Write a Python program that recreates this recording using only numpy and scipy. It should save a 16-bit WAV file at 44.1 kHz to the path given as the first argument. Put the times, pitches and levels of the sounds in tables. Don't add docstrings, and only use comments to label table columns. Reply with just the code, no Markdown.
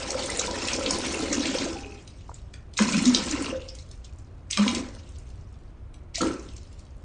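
import sys
import numpy as np
from scipy import signal
from scipy.fft import rfft, irfft
from scipy.io import wavfile
from scipy.ndimage import uniform_filter1d

SR = 44100
rng = np.random.default_rng(int(sys.argv[2]) if len(sys.argv) > 2 else 0)


def master(y):
    cut = np.clip(np.atleast_2d(y).T, -1, 1)
    pcm = np.round(cut * 32767)
    wavfile.write(sys.argv[1], SR, pcm.astype(np.int16))


N = 310464

# (time [s], peak level [dB], middle pitch [Hz], spread of bubble sizes [octaves])
DROPS = [(0.105, -16, 5910, 0.35), (0.394, -11.5, 6450, 0.16), (0.685, -17, 4070, 0.66),
         (0.733, -16, 5820, 0.13), (0.861, -15, 3350, 0.38), (0.908, -13, 6400, 0.31),
         (1.328, -15, 6460, 0.14), (1.456, -18, 4170, 0.51), (1.585, -17.5, 4630, 0.35),
         (2.076, -37, 4700, 0.58), (2.342, -32, 7400, 0.11), (2.539, -33.5, 3370, 0.88),
         (2.737, -35.5, 5100, 0.51), (2.77, -22, 4000, 0.093), (2.777, -17.5, 6270, 0.24),
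         (2.789, -11.5, 2530, 0.52), (2.967, -18, 4860, 0.52), (3.055, -13.5, 5300, 0.45),
         (3.147, -3, 4580, 0.33), (3.311, -18.5, 6450, 0.2), (3.618, -36.5, 3390, 0.26),
         (3.687, -30, 5100, 0.078), (3.751, -33.5, 6550, 0.32), (3.786, -36.5, 4940, 0.34),
         (3.913, -36.5, 5970, 0.446), (4.045, -38.5, 5470, 0.4), (4.186, -45, 7300, 0.2),
         (4.51, -14, 6520, 0.29), (4.53, -16.5, 3650, 0.25), (4.573, -11, 3900, 0.65),
         (4.679, -13, 3190, 0.46), (4.748, -17, 5180, 0.46), (5.185, -39, 7530, 0.27),
         (5.942, -41, 5770, 0.87), (6.156, -16.5, 5280, 0.27), (6.215, -19, 5560, 0.54),
         (6.488, -37, 4220, 0.37), (6.565, -38, 6450, 0.23), (6.793, -41.5, 6450, 0.39)]
# (landing [s], plunge [s], stop [s], spray pair [dB], plume pair [dB], plume pitch pair [Hz],
#  deep gurgle pair [dB], high gurgle pair [dB], spray fall [dB/s], bubble fall [dB/s])
SPURTS = [(-.5, -.5, 1.64, (-36, -35.5), (-45, -32), (280, 300), (-38, -38), (-44, -44.5), 110, 70),
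          (2.775, 2.79, 3.505, (-30, -40.5), (-29, -38), (208, 295), (-41, -44), (-38.5, -45), 450, 160),
          (4.505, 4.575, 4.77, (-35, -39), (-39, -36), (205, 255), (-41, -43), (-39, -51), 170, 85),
          (6.146, 6.21, 6.3, (-36, -41), (-25, -32.5), (300, 335), (-40, -46), (-37, -45), 200, 110)]
KICK_DB = 7


def gain_of(db):
    return 10 ** (np.asarray(db) / 20)


def evened(x):
    return x / np.sqrt(np.mean(x ** 2) + 1e-20)


def read(points, hz):
    f, value = np.transpose(points)
    return np.interp(np.log(hz + 1), np.log(f + 1), value)


def coloured(x, points):
    return irfft(rfft(x) * gain_of(read(points, np.fft.rfftfreq(N, 1 / SR))), N)


def resonate(x, hz, width):
    turn = np.exp(2j * np.pi * np.cumsum(hz * np.ones(len(x))) / SR)
    r = np.exp(-np.pi * width / SR)
    smooth = signal.lfilter([1 - r], [1, -r], x / turn + 1e-18)
    return 2 * (turn * smooth).real


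def slow(per_s):
    span = round(SR / per_s)
    return evened(uniform_filter1d(uniform_filter1d(rng.standard_normal(N), span), span))


def place(parts):
    out = np.zeros(N)
    for s, sound in parts:
        part = out[round(s * SR):][:len(sound)]
        part += sound[:len(part)]
    return out


def bubble(hz, t60, rise, glide):
    t = np.arange(round((t60 + 3 * rise) * SR)) / SR
    shape = (1 - np.exp(-t / rise)) * gain_of(-60 * t / t60)
    return shape / shape.max() * np.sin(2 * np.pi * hz * t * (1 + glide * t / t60))


def swarm(low_hz, high_hz, cycles, per_s, spread_db, count=30):
    starts = rng.random(N) < per_s / SR
    strength = gain_of(spread_db * np.minimum(rng.exponential(1, N), 5)) * starts
    kind, out = rng.integers(0, count, N), np.zeros(N)
    for k, hz in enumerate(np.geomspace(low_hz, high_hz, count)):
        one = np.sqrt(hz) * bubble(hz, cycles / hz, 1 / hz, 0.15)
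        out += signal.oaconvolve(strength * (kind == k), one)[:N]
    return evened(out)


def cluster(row, chance, t60):
    s, db, hz, octaves = row
    tone = np.zeros(round(.1 * SR))
    for size, (jitter, late) in zip(np.linspace(-1.5, 1.5, len(chance)), chance):
        f = min(hz * 2 ** (octaves * (size + .3 * (jitter - .5))), 9300)
        one = np.exp(-.25 * size ** 2) * bubble(f, t60, 0.4 / f, 0.017)[:3000]
        start = round(late * .0012 * SR)
        tone[start:start + len(one)] += one
    return s, gain_of(db) * tone / abs(tone).max()


def ramp(start, stop, pair, rise, fall_db_per_s):
    t = np.arange(N) / SR
    level_db = np.interp(t, [start - rise, start, stop], [pair[0] - 60, *pair])
    return level_db - fall_db_per_s * np.maximum(t - stop, 0) - 99 * (t < start - rise)


def jet():
    land_s = .014
    trickle_db, trickle_db_per_s = -13.5, 25
    power = np.zeros(N)
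    for lands, _, stops, spray_db, *_, shut_db_per_s, _ in SPURTS:
        power += gain_of(ramp(lands, stops, spray_db, land_s, shut_db_per_s)) ** 2
        power += gain_of(trickle_db + ramp(lands, stops, spray_db, land_s, trickle_db_per_s)) ** 2
    return np.sqrt(power)


def underwater(column, kick_db):
    kick_s, plunge_s = .04, .015
    since = np.arange(N) / SR - np.array([[row[1]] for row in SPURTS])
    kick = kick_db * np.exp(-np.maximum(since, 0) / kick_s)
    return sum(gain_of(k + ramp(row[1], row[2], row[column], plunge_s, row[-1]))
               for row, k in zip(SPURTS, kick))


def fan():
    # (frequency [Hz], relative level per Hz [dB])
    fan_spectrum = [(12, -30.5), (20, -0.5), (59, 1.5), (80, 4), (107, -1.5), (165, -13.5), (357, -18.5),
                    (462, -23.5), (598, -23), (880, -29.5), (1110, -29), (2730, -42), (7850, -57.5),
                    (9400, -50), (12200, -105), (20700, -120)]
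    # (middle pitch [Hz], level before a 2 dB lift and the waver [dB])
    motor_tones = [(59.2, -50)]
    hum = np.zeros(N)
    for hz, db in motor_tones:
        level_db = db + 2 + 2.5 * slow(5.4)
        pitch = hz * (1 + 0.016 * slow(3))
        hum += gain_of(level_db) * np.sin(2 * np.pi * np.cumsum(pitch) / SR)
    return hum + gain_of(-43) * evened(coloured(rng.standard_normal(N), fan_spectrum))


def patchy(x, patch_db, surge_db):
    z = signal.stft(x, nperseg=256)[2]
    field = rng.standard_normal(z.shape[::-1]).T
    patches = evened(uniform_filter1d(uniform_filter1d(field, size=5, axis=0), size=10, axis=1))
    surges = evened(uniform_filter1d(rng.standard_normal(z.shape[1]), size=5))
    churned = z * gain_of(patch_db * patches + surge_db * surges)
    return evened(signal.istft(churned, nperseg=256)[1][:N])


def splashes():
    below_db, most_db = -19, -32.5
    lead_s, dying_s = .007, .03
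    t = np.arange(-lead_s, 6 * dying_s, 1 / SR)
    fade = np.where(t < 0, 1 + t / lead_s, np.exp(-t / dying_s))
    return place((s - lead_s, gain_of(min(db + below_db, most_db)) * fade) for s, db, *_ in DROPS)


def spray():
    # (frequency [Hz], relative level per Hz [dB])
    spray_spectrum = [(710, -17.5), (1200, -1), (1320, 0), (1680, -6), (2270, 0.5), (3290, -1.5),
                      (4180, -1), (4680, -1.5), (6380, 0.5), (8850, -6.5), (9400, -16.5), (12200, -52.5),
                      (20700, -120)]
    # (frequency [Hz], width [Hz], relative level [dB])
    porcelain_modes = [(2514, 50, -10), (2824, 41, 2), (3950, 50, -9), (4290, 300, 4), (5354, 200, 6),
                       (6450, 120, -2.5)]
    # (time [s], level change [dB])
    lulls = [(.06, -6), (.16, -3), (.5, -7), (.78, -5), (1.0, -2.5), (4.555, -4), (6.19, -2)]
    lull_s = .03
    body_hz = 2300

    fizz = swarm(1613.4, 9244, cycles=100, per_s=2000, spread_db=3)
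    splash = evened(coloured(0.88 * rng.standard_normal(N) + 0.55 * fizz, spray_spectrum))
    rung = sum(gain_of(db) * evened(resonate(splash, hz, width)) for hz, width, db in porcelain_modes)
    churn = patchy(splash + 0.16 * evened(rung), patch_db=2.8, surge_db=2.0)
    body = coloured(churn, [(body_hz / 1.3, 0), (body_hz * 1.3, -40)])
    treble = churn - body

    t = np.arange(N) / SR
    lull_db = sum(db * np.exp(-((t - s) / lull_s) ** 2) for s, db in lulls)
    top_gain = np.hypot(jet(), splashes())
    body_gain = np.hypot(.45 * top_gain, underwater(column=3, kick_db=KICK_DB))
    return gain_of(lull_db) * (top_gain * treble + body_gain * body)


def gurgle():
    # (frequency [Hz], width [Hz], relative level [dB])
    bowl_modes = [(517, 86, 8.5), (791, 9.3, -6.5), (1010, 67, -1.5), (1310, 110, -2), (1500, 40, -9)]
    out = np.zeros(N)
    for column, low_hz, high_hz in [(6, 380, 880), (7, 880, 1900)]:
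        drive = swarm(low_hz, high_hz, cycles=11, per_s=300, spread_db=3, count=12)
        rung = sum(gain_of(db) * evened(resonate(drive, hz, width))
                   for hz, width, db in bowl_modes if low_hz < hz < high_hz)
        out += underwater(column, kick_db=KICK_DB) * evened(evened(rung) + 0.76 * drive)
    return out


def plume():
    times = np.ravel([(row[0], row[2]) for row in SPURTS])
    pitches = np.ravel([row[5] for row in SPURTS])
    t = np.arange(N) / SR
    spurt = np.searchsorted(times[::2], t) - 1
    hz = np.interp(np.minimum(t, times[1::2][spurt]), times, pitches)
    drive = swarm(178.3, 452, cycles=8.9, per_s=250, spread_db=2.0, count=10)
    rung = resonate(resonate(drive, hz, 180), hz, 220)
    return underwater(column=4, kick_db=0) * evened(rung + 0.36 * drive)


def singles():
    # (time [s], peak level [dB], starting pitch [Hz], 60 dB decay time [s])
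    glugs = [(0.129, -30, 510, 0.1), (0.388, -26, 503, 0.09), (0.479, -30, 969, 0.091),
             (0.81, -25, 540, 0.073), (0.906, -27, 1010, 0.055), (1.757, -36, 791, 0.25),
             (1.85, -39, 410, 0.3), (3.526, -24, 517, 0.085), (4.574, -27, 1170, 0.078),
             (4.662, -28.5, 1010, 0.077), (6.181, -33, 660, 0.043), (6.224, -26.5, 510, 0.052)]
    drips_per_s, drip_db = 25, 9
    follows = .86

    when, soft, pitch, wide = rng.random((round(drips_per_s * N / SR), 4)).T
    spray_db = 20 * np.log10(jet()[(when * N).astype(int)] + 1e-9)
    level_db = follows * spray_db + drip_db - 8 * soft
    rows = DROPS + list(zip(when * N / SR, level_db, 3800 * 2.2 ** pitch, .15 + .5 * wide))
    drops = place(cluster(row, c, 0.022) for row, c in zip(rows, rng.random((len(rows), 7, 2))))
    large = place((s, gain_of(db) * bubble(hz, t60, 0.94 / hz, 0.017)) for s, db, hz, t60 in glugs)
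    return drops + large


def boom(s, db, hz, rise, fall):
    t = np.arange(-3 * rise, 6 * fall, 1 / SR)
    drop_db = 6 * np.where(t < 0, (t / rise) ** 2, (abs(t) / fall) ** 1.5)
    return s - 3 * rise, gain_of(db - drop_db) * np.sin(2 * np.pi * hz * t)


def booms():
    # (time of the top [s], top level [dB], pitch [Hz], rise through the last 6 dB [s], fall by 6 dB [s])
    plume_booms = [(1.215, -26, 316, .014, .006), (1.317, -21, 306, .006, .006),
                   (1.382, -19, 260, .006, .006), (1.403, -19, 291, .005, .006),
                   (1.495, -25, 275, .007, .012), (2.815, -13, 210, .008, .017),
                   (2.876, -22, 228, .012, .008), (2.915, -22, 218, .009, .012),
                   (2.952, -19.5, 211, .01, .016), (3.026, -18.5, 234, .008, .006),
                   (3.085, -11, 250, .017, .017), (3.142, -19.5, 248, .013, .01),
                   (3.345, -20, 295, .012, .007), (3.42, -24, 277, .01, .01),
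                   (4.605, -13.5, 205, .013, .034), (4.672, -21, 250, .008, .01),
                   (4.705, -20, 233, .008, .008), (4.768, -23.5, 250, .006, .008),
                   (4.798, -25, 265, .006, .007), (6.222, -23, 330, .004, .016),
                   (6.274, -22.5, 321, .011, .006)]
    return place(boom(*row) for row in plume_booms)


def dribble():
    # (start [s], top [s], end [s], top level [dB], pitch [Hz])
    dribbles = [(1.64, 1.8, 2.08, -48, 2550), (3.33, 3.456, 3.66, -40, 2740)]
    rise_db, fade_db = 7, 22
    flutter = swarm(2290, 2700, cycles=7.2, per_s=49, spread_db=0, count=8)
    t, out = np.arange(N) / SR, np.zeros(N)
    for start, top, end, db, hz in dribbles:
        level_db = np.interp(t, [start, top, end], [db - rise_db, db, db - fade_db], -99, -99)
        out += gain_of(level_db) * evened(resonate(flutter, hz, 176))
    return out


def knocks():
    # (time [s], peak level [dB], middle pitch [Hz], spread of tones [octaves])
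    near_knocks = [(2.291, -30, 940, 0.23), (2.297, -39, 660, 0.13), (2.315, -35, 910, 0.44),
                   (2.542, -44, 617, 0.98)]
    chances = rng.random((len(near_knocks), 3, 2))
    return place(cluster(row, c, 0.024) for row, c in zip(near_knocks, chances))


def bathroom(x):
    # (frequency [Hz], 60 dB decay time [s])
    tile_decay = [(200, 0.38), (530, 0.53), (1400, .5), (3700, 0.21), (8000, 0.17)]
    taps = np.zeros(SR)
    at = np.arange(300, SR - 20, 20)
    taps[at + rng.integers(0, 20, len(at))] = rng.choice([-1., 1.], len(at))
    hz, t, z = signal.stft(taps, SR, nperseg=256)
    decay = gain_of(-60 * t / read(tile_decay, hz)[:, None])
    tail = signal.istft(z * decay, SR, nperseg=256)[1]
    return signal.fftconvolve(x, tail / np.linalg.norm(tail))[:N]


def scene():
    flow = spray() + dribble() + gurgle() + plume()
    single, low = singles(), booms()
    echo = gain_of(-11.5) * bathroom(flow + .5 * low) + gain_of(-5.5) * bathroom(single)
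    mid = flow + single + low + echo + knocks() + fan()
    return np.array([mid, mid])


def record(dry):
    # (frequency [Hz], level [dB])
    side_spectrum = [(5500, -61), (9000, -7)]
    smear = rng.standard_normal(600) / np.sqrt(600)
    side = coloured(signal.oaconvolve(dry[0], smear)[:N], side_spectrum)
    wide = dry + np.array([side, -side])
    low_pass = signal.firwin(511, 9400, window=("kaiser", 10), fs=SR)
    return signal.oaconvolve(wide, low_pass[None], "same")


dry = scene()
out = record(dry)
master(out)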